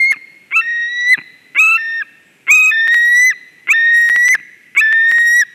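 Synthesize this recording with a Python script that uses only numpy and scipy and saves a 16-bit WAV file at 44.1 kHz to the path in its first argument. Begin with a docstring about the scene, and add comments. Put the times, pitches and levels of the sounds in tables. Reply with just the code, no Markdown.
"""An eagle's piercing whistle, already under way, close to the microphone at its tree nest in a quiet forest.
Five more calls follow: the syrinx creaks into a short yelp, its membrane breaks into a long rising
whistle, and the voice falls away. The throat clucks shut after some calls and the trees ring on.
Far off a small bird twitters over faint air and hiss.
The microphone's sound stream stutters now and then with tiny gaps and skips."""
import sys
import numpy as np
from scipy import signal
from scipy.fft import rfft, irfft
from scipy.io import wavfile
from scipy.ndimage import uniform_filter1d, minimum_filter1d

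SR = 44100
rng = np.random.default_rng(int(sys.argv[2]) if len(sys.argv) > 2 else 0)


def inscribe(sig):
    """Save sig as 16-bit PCM at rate SR to the path in sys.argv[1].

    A 1-D sig is mono; a 2-D sig holds one channel per row.
    Samples are clipped to [-1, 1] before scaling.
    """
    pcm = np.round(np.clip(np.atleast_2d(sig).T, -1, 1) * 32767)
    wavfile.write(sys.argv[1], SR, pcm.astype(np.int16))


N = 244314
T = np.arange(N) / SR
CUTOFF_HZ = 15750   # top of the microphone's stream

# The whistles at the nest, one list each, from the break to the start of the fall.
# Each row: time in seconds, pitch in Hz, level in dB.
WHISTLE_PATHS = [
    [(0.002, 2116, -10), (0.042, 2117, -9), (0.094, 2168, -14), (0.112, 2171, -9)],
    [(0.612, 1849, -21), (0.638, 1845, -25), (0.68, 1879, -17), (0.858, 1883, -17), (0.904, 1930, -22),
     (1.058, 1957, -15), (1.132, 2030, -5)],
    [(1.776, 1815, -22), (1.78, 1811, -21), (1.994, 1831, -19)],
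    [(2.712, 1781, -17), (2.72, 1781, -13), (2.868, 1825, -12), (2.94, 1895, -9), (3.004, 1888, -10),
     (3.148, 1938, -9), (3.27, 2026, -8), (3.292, 2031, -9)],
    [(3.734, 1792, -13), (3.756, 1822, -11), (3.974, 1878, -9), (4.086, 1879, -10), (4.168, 1933, -10),
     (4.228, 1933, -9), (4.302, 2012, -9), (4.328, 2019, -9)],
    [(4.81, 1760, -13), (4.814, 1764, -11), (4.918, 1758, -11), (4.924, 1801, -10), (5.024, 1811, -10),
     (5.112, 1860, -10), (5.314, 1890, -9), (5.404, 1945, -8)],
]
# Their timbre. Each row: first octave, last octave and twelfth in dB; shrillness and leaking air in dB
# re the tone; overload, heavy overload and fall in seconds before the end; pitch flick in the fall in Hz,
# loss in the fall in dB, level of the drop in dB, one unused value.
WHISTLE_TIMBRE = [(-30, -37.5, -53, -58.5, -48.5, .160, 0.052, .028, -2.5, 21, -29.5, -24),
                  (-44.5, -25, -49.5, -55.5, -26, 0.255, 0, .024, 0, 18.5, -40, -25),
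                  (-44, -43, -47, -62, -29.5, 0.015, 0, .030, -1.5, -3, -31, -40),
                  (-28, -36, -47, -58.5, -33.5, 0.432, 0.19, .034, 0, 13.5, -32.5, -33),
                  (-29, -44, -45.5, -57.5, -28, 0.445, 0.14, .032, 207, 3, -40.5, -25),
                  (-34.5, -34, -50, -58.5, -26.5, 0.374, 0.19, 0.032, -8, 7, -46, -33)]
def whistle(path, first_octave_db, last_octave_db, twelfth_db, shrill_db, air_db,
            overload_s, heavy_overload_s, fall_s, flick_hz, loss_db, drop_db,
            fall_to_hz=1657, overload_threshold_db=-9.5):
    """A whistle climbs, turns shrill as it overloads the microphone, then dulls and falls into a drop."""
    times, hz, db = np.transpose(path)
    end = times[-1] + fall_s
    at, fade = span(times[0], end)
    t = T[at]
    falling = ramp((t - times[-1]) / fall_s)
    pitch = np.interp(t, times, hz) + (fall_to_hz - hz[-1]) * np.sin(np.pi / 2 * falling) ** 2
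    pitch += flick_hz * np.sin(np.pi * ramp(2 * falling))
    held_db = np.interp(t, times, db)
    level_db = held_db - loss_db * falling ** 2
    octave_db = np.interp(t, [times[0], end], [first_octave_db, last_octave_db])
    # overload brings in the upper harmonics; heavier overload lifts the twelfth
    overload = ramp((t - end + overload_s) / .035)
    heavy_overload = ramp((t - end + heavy_overload_s) / .04)
    twelfth_db = twelfth_db + 6.1 * overload + 16 * heavy_overload
    edge_db = 20.1 * overload + 6.7 * heavy_overload
    # a quieter whistle overloads less and sounds purer
    purer_db = 4 * np.maximum(overload_threshold_db - level_db, 0)
    shrill_db = shrill_db + np.maximum(edge_db - purer_db, 0)
    dull_db = 26 * falling ** 2
    tone = high_register(at, fade, pitch, level_db, octave_db - held_db, twelfth_db - held_db - dull_db,
                         shrill_db - dull_db / 2, air_db)
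    return tone + drop(end - .005, drop_db)


# Colour of a whistle's upper harmonics, heard up close. Each row: frequency in Hz, gain in dB.
WHISTLE_TREBLE = [(7400, 2.5), (9600, 1), (11600, -3), (13500, -4), (15000, -22)]
def high_register(at, fade, pitch, db, octave_db, twelfth_db, shrill_db, air_db, collapse_s=.032):
    """The whistling membrane: nearly a sine, with flickering harmonics, rough as it collapses."""
    size = len(at)
    collapsing = np.sqrt(ramp(1 - T[:size][::-1] / collapse_s))
    wobble = .011 if at[0] > 0 else 0   # a whistle already under way has settled
    jitter = .0004 + .022 * collapsing
    phase = membrane(pitch, wobble, wobble_hz=28, settle_s=.18, quaver=.0019, jitter=jitter)
    tone = np.sin(phase) + air_leak(size, air_db)
    tone += shrill(phase, pitch, shrill_db, WHISTLE_TREBLE,
                   patchy_db=4, hiss_db=-34.5, rasp=.057, dulling=1.5)
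    for k, partial_db in enumerate((octave_db, twelfth_db), 2):
        flicker_db = 2 * drift(42, size) + drift(120, size)
        swell_db = 1.56 * drift(7.6, size)
        tone += from_db(partial_db + swell_db + flicker_db) * np.sin(k * phase)
    tremble_db = .43 * drift(23, size)
    return place(at, fade * tone, db + tremble_db)


# A yelp's fundamental comes through as it nears a throat resonance.
# Each row: pitch in Hz, level in dB re the second harmonic.
FUNDAMENTAL_BY_PITCH = [(1040, -17), (1160, -23.5), (1250, -25), (1300, -13.5), (1360, -7)]
# The yelps that open the calls, close to the microphone. Each row: start and length in seconds,
# pitch after the scoop and last pitch in Hz, attack in seconds, peak in dB,
# shrillness in dB re the tone, growl in seconds, strength of the opening creak's pulses in dB.
YELP_NOTES = [(0.523, .090, 1327, 1333, 0.043, -8.5, -32.5, .004, -22),
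              (1.563, .213, 1279, 1349, 0.031, -6, -24.5, 0.014, -15.5),
              (2.483, 0.2305, 1254, 1270, 0.023, -4.5, -19, .003, -16.5),
              (3.687, 0.047, 1315, 1356, .020, -6, -20.5, 0.0027, -16),
              (4.765, 0.049, 1280, 1325, 0.012, -6, -20, 0.0065, -17)]
def yelp(start, length, top_hz, last_hz, attack_s, peak_db, shrill_db, growl_s, creak_db,
         from_hz=1045, scoop_s=.041, sag_s=.065, release_s=.011):
    """A creak tightens into a tone that scoops up, swells, sags and cracks into the whistle."""
    at, fade = span(start, start + length)
    age = T[at] - start
    scoop = ramp(age / scoop_s)
    glide = ramp((age - scoop_s) / max(length - scoop_s, .01))
    pitch = from_hz + (top_hz - from_hz) * scoop + (last_hz - top_hz) * glide
    attack_db = 12 * ramp(1 - age / attack_s)
    sag_db = 5 * (1 - np.exp(-np.maximum(age - attack_s, 0) / sag_s))
    release_db = 10.5 * ramp(1 - (length - age) / release_s)
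    slack_db = attack_db + sag_db + release_db
    edge_db = shrill_db - 1.9 * slack_db - 22 * (1 - scoop) ** 2   # shrillest when loud and high
    fundamental_db = at_hz(FUNDAMENTAL_BY_PITCH, pitch)
    tone = low_register(at, fade, pitch, peak_db - slack_db, fundamental_db, edge_db, growl_s)
    opening = creak(start - .0148, creak_db, length_s=.018, first_hz=177, last_hz=470, swell_db=6)
    crack = creak(start + length, -26.5, length_s=.005, first_hz=350, last_hz=510, swell_db=.92)
    return opening + tone + crack


# Colour of the low register's upper harmonics, heard up close. Each row: frequency in Hz, gain in dB.
YELP_TREBLE = [(5100, -15), (6400, -1.5), (7600, 4.5), (8900, -23), (10200, -14.5), (11400, -12),
               (12800, -9), (14000, -18), (15500, -43)]
def low_register(at, fade, pitch, db, fundamental_db, shrill_db, growl_s, third_db=-30, growl_db=-8):
    """The yelping membrane: hoarse at first; the throat lifts the second harmonic above the others."""
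    size = len(at)
    jitter = .0007 + .009 * np.exp(-T[:size] / .025)
    phase = membrane(pitch, wobble=.017, wobble_hz=24.6, settle_s=.6, quaver=.003, jitter=jitter)
    tone = np.sin(2 * phase) + from_db(fundamental_db) * np.sin(phase)
    tone += from_db(third_db + 5.2 * drift(25, size)) * np.sin(3 * phase)
    # every other cycle is weak until the membrane locks in, which adds lines between the harmonics
    growling = np.interp(T[:size], [growl_s, growl_s + .0063], [1, 0])
    half_harmonics = np.sin(1.5 * phase) + np.sin(2.5 * phase) + .1 * np.sin(.5 * phase)
    tone += from_db(growl_db) * growling * half_harmonics
    tone += shrill(phase, pitch, shrill_db, YELP_TREBLE,
                   patchy_db=5, hiss_db=-32.5, rasp=.017, dulling=.35)
    tremble_db = .17 * drift(40, size)
    return place(at, fade * tone, db + tremble_db)


def membrane(pitch, wobble, wobble_hz, settle_s, quaver, jitter):
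    """Phase of the membrane: it wobbles after a change of register, then settles to a fine quaver."""
    size = len(pitch)
    swing = wobble * np.exp(-T[:size] / settle_s) * np.cos(2 * np.pi * wobble_hz * T[:size])
    chance = quaver * drift(45, size) + jitter * drift(370, size)
    return 2 * np.pi * np.cumsum(pitch * (1 + swing + chance)) / SR


def shrill(phase, pitch, shrill_db, colour, patchy_db, hiss_db, rasp, dulling, gentle_db=-45):
    """Raspy upper harmonics and hiss; in a gentle note the highest harmonics die away first."""
    size, harmonics = len(phase), 0
    slack_db = np.minimum(shrill_db - gentle_db, 0)
    for k in range(4, 13):
        hz = k * pitch
        db = shrill_db + at_hz(colour, hz) + dulling * slack_db * np.log2(hz / 7000).clip(0)
        gain = from_db(db + patchy_db * drift(42, size)) * (hz < CUTOFF_HZ)
        roughness = k * rasp * drift(350, size) * np.cos(k * phase)
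        harmonics += gain * (np.sin(k * phase) + roughness)
    hiss = low_pass(rng.standard_normal(size), 13800, order=12)
    return harmonics + from_db(hiss_db + (shrill_db + slack_db) / 2) * hiss


def drop(start, db, length_s=.014, from_hz=1400, to_hz=1153):
    """After a whistle the voice slips into the low register for a short, weak downward slide."""
    at, fade = span(start, start + length_s)
    pitch = np.linspace(from_hz, to_hz, len(at))
    return low_register(at, fade, pitch, db, fundamental_db=-7, shrill_db=-49, growl_s=1e-4)


# The eagle's throat resonances. Each row: frequency in Hz, gain in dB, t60 in seconds.
THROAT_MODES = [(346, -21.5, 0.023), (1423, -5.5, 0.02), (2060, 0.5, 0.039), (2730, -2, 0.0085)]
def creak(start, loudest_db, length_s, first_hz, last_hz, swell_db):
    """Uneven pulses of the syrinx speed up and swell into a note, ringing in the throat."""
    clicks, age = np.zeros(N), 0
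    for timing, strength in rng.standard_normal((32, 2)):
        if age < length_s:
            done = age / length_s
            clicks[int((start + age) * SR)] = from_db(loudest_db - swell_db * (1 - done) + 2 * strength)
            age += np.exp(.05 * timing) / (first_hz + (last_hz - first_hz) * done)
    return low_pass(ring(clicks, THROAT_MODES), 3700, order=4)


# The throat resonance that leaking air excites. Its row: frequency in Hz, gain in dB, t60 in seconds.
LEAK_MODE = [(2435, 0, 0.0056)]
def air_leak(size, air_db, seal_s=.29):
    """Air hisses past the membrane just after the break and dies away as the whistle firms up."""
    hiss = ring(ring(rng.standard_normal(N), LEAK_MODE), LEAK_MODE)[:size]
    return from_db(air_db) * np.exp(-T[:size] / seal_s) * rms_one(hiss)


# Resonances of the closing throat. Each row: frequency in Hz, gain in dB, t60 in seconds.
CLOSING_THROAT_MODES = [(170, -13, 0.038), (320, -12.5, 0.041), (850, -7.5, .006), (1650, 0.5, 0.005),
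                        (2430, 1.5, 0.014), (2740, -4, 0.0098)]
# Soft clucks at the nest. Each row: start in seconds, strength of the pulse in dB.
CLUCK_PULSES = [(.160, -29.5), (0.1673, -29), (1.1716, -32), (1.1748, -23.5), (1.1797, -16.5), (1.187, -16),
                (1.195, -27), (1.2112, -32.5), (1.216, -29), (2.045, -42), (4.372, -34.5), (4.386, -31.5),
                (4.4, -29)]
def clucks():
    """Dull pops as the throat closes after a call."""
    clicks = np.zeros(N)
    for start, db in CLUCK_PULSES:
        clicks[int(start * SR)] = from_db(db)
    return low_pass(ring(clicks, CLOSING_THROAT_MODES), 3900, order=4)


# Colour of the echo from the trees around the nest. Each row: frequency in Hz, relative level in dB.
ECHO_SPECTRUM = [(300, -8.5), (1300, -3.5), (2000, 0), (2600, -0.5), (4200, 7), (6200, -11), (9000, -21),
                 (15000, -21.5)]
def forest_echo(call, mid_db=-24, t60_s=1.08, build_s=.035):
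    """Countless trunks and twigs scatter the call back as a dying tail."""
    age = T[:2 * SR]
    envelope = from_db(-60 * age / t60_s) * (1 - np.exp(-age / build_s))
    tail = coloured(ECHO_SPECTRUM, len(age)) * envelope
    hz = np.fft.rfftfreq(len(age), 1 / SR)
    mid_band = rfft(tail)[(hz > 1700) & (hz < 2700)]
    mid_gain = np.sqrt(np.mean(np.abs(mid_band) ** 2))
    return from_db(mid_db) * signal.fftconvolve(call, tail / mid_gain)[:N]


def songbird(centre_hz=7750, swing_hz=260, level_db=-68):
    """A small bird twitters once, far from the microphone, very high and thin."""
    phrase = np.interp(T, [2.15, 2.25, 2.85, 2.95], [0, 1, 1, 0])
    phase = 2 * np.pi * np.cumsum(centre_hz + swing_hz * drift(45, N)) / SR
    return from_db(level_db + 2.4 * drift(15, N)) * phrase * np.sin(phase)


# The quiet bed behind the nest. Each row: frequency in Hz, relative noise density in dB.
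AIR_SPECTRUM = [(30, -28.5), (70, -14.5), (140, -5.5), (300, -4), (600, -12.5), (1100, -18.5), (2400, -4.5),
                (4000, -24), (8000, -24.5), (13400, -27), (14400, -50)]
def forest_air(level_db=-52):
    """Air in the trees and the microphone's own hiss make one steady noise."""
    return from_db(level_db) * coloured(AIR_SPECTRUM, N)


# Skips in the microphone's stream. Each row: time in seconds, jump ahead in milliseconds.
STREAM_SKIPS = [(2.944, .17), (4.162, .18), (4.352, .18), (4.927, .12), (5.184, .08)]
# Dropouts in that stream. Each row: start in seconds, length in seconds.
STREAM_GAPS = [(.1227, .005), (2.8747, .005), (4.0908, .007), (4.2828, .005), (5.1147, .005)]
def stutter(sound, gap_db=-28, splice_s=.000068, thin_hz=1000, thinness=.35):
    """The stream skips and drops out for milliseconds; each break ticks thinly, with reduced bass."""
    broken = sound
    for time, jump_ms in STREAM_SKIPS:
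        spliced = ramp((T - time) / splice_s + .5)
        jump = round(jump_ms * SR / 1000)
        ahead = np.pad(broken, (0, jump))[jump:]
        broken = (1 - spliced) * broken + spliced * ahead
    lost = sum((T > start) & (T < start + length) for start, length in STREAM_GAPS)
    broken = broken * from_db(gap_db * lost)
    tick_bass = signal.sosfiltfilt(signal.butter(2, thin_hz, fs=SR, output="sos"), broken - sound)
    return broken - thinness * tick_bass


def limiter(x, ceiling=.82):
    """The gain ducks smoothly under the loudest peaks."""
    allowed = np.minimum(1, ceiling / (np.abs(x) + 1e-9))
    return x * uniform_filter1d(minimum_filter1d(allowed, size=300), size=300)


def from_db(db):
    """Decibels to gain."""
    return 10 ** (np.asarray(db) / 20)


def rms_one(x):
    """Scale to rms 1."""
    return x / np.sqrt(np.mean(x ** 2) + 1e-20)


def ramp(x):
    """A rise from 0 to 1 that stays there."""
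    return np.clip(x, 0, 1)


def span(start, end, fade_s=.0068):
    """The samples that a note covers, and its fade in and out."""
    at = np.flatnonzero((T > start - fade_s / 2) & (T < end + fade_s / 2))
    inside_s = np.minimum(T[at] - start, end - T[at])
    return at, np.sin(np.pi / 2 * ramp(inside_s / fade_s + .5)) ** 2


def place(at, tone, db):
    """Set a note into silence; db is the rms level that a unit sine gets."""
    out = np.zeros(N)
    out[at] = np.sqrt(2) * from_db(db) * tone
    return out


def at_hz(points, hz):
    """Read a spectrum on a log-frequency axis."""
    known_hz, db = np.transpose(points)
    return np.interp(np.log(hz + 1e-9), np.log(known_hz), db)


def coloured(spectrum, size):
    """Noise with the given spectrum; rms 1."""
    gain = from_db(at_hz(spectrum, np.fft.rfftfreq(size, 1 / SR)))
    return rms_one(irfft(rfft(rng.standard_normal(size)) * gain, size))


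def drift(rate_hz, size):
    """A smooth random wander with a spread of about 1."""
    pole = np.exp(-2 * np.pi * rate_hz / SR)
    return rms_one(signal.lfilter([1], [1, -2 * pole, pole ** 2], rng.standard_normal(size + SR)))[SR:]


def ring(drive, modes):
    """The drive sets damped modes ringing, in alternating sign."""
    out = np.zeros(N)
    for k, (hz, db, t60) in enumerate(modes):
        radius, angle = from_db(-60 / (t60 * SR)), 2 * np.pi * hz / SR
        feedback = [1, -2 * radius * np.cos(angle), radius ** 2]
        out += (-1) ** k * from_db(db) * signal.lfilter([0, np.sin(angle)], feedback, drive + 1e-18)
    return out


def low_pass(x, hz, order):
    """Butterworth low-pass."""
    return signal.sosfilt(signal.butter(order, hz, fs=SR, output="sos"), x)


def scene():
    """The eagle close by, its echo from the trees, a far songbird and the air."""
    yelps = sum(yelp(*row) for row in YELP_NOTES)
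    whistles = sum(whistle(path, *row[:-1]) for path, row in zip(WHISTLE_PATHS, WHISTLE_TIMBRE))
    eagle = yelps + whistles + clucks()
    return (eagle + forest_echo(eagle) + songbird() + forest_air())[None]


def record(dry, low_cut_hz=100):
    """One microphone at the nest: peaks are limited, the stream stutters, bass and top are cut."""
    sound = stutter(limiter(dry[0]))
    sound = signal.sosfilt(signal.butter(2, low_cut_hz, "high", fs=SR, output="sos"), sound)
    return signal.sosfilt(signal.ellip(10, .1, 90, CUTOFF_HZ, fs=SR, output="sos"), sound)[None]


dry = scene()
out = record(dry)
inscribe(out)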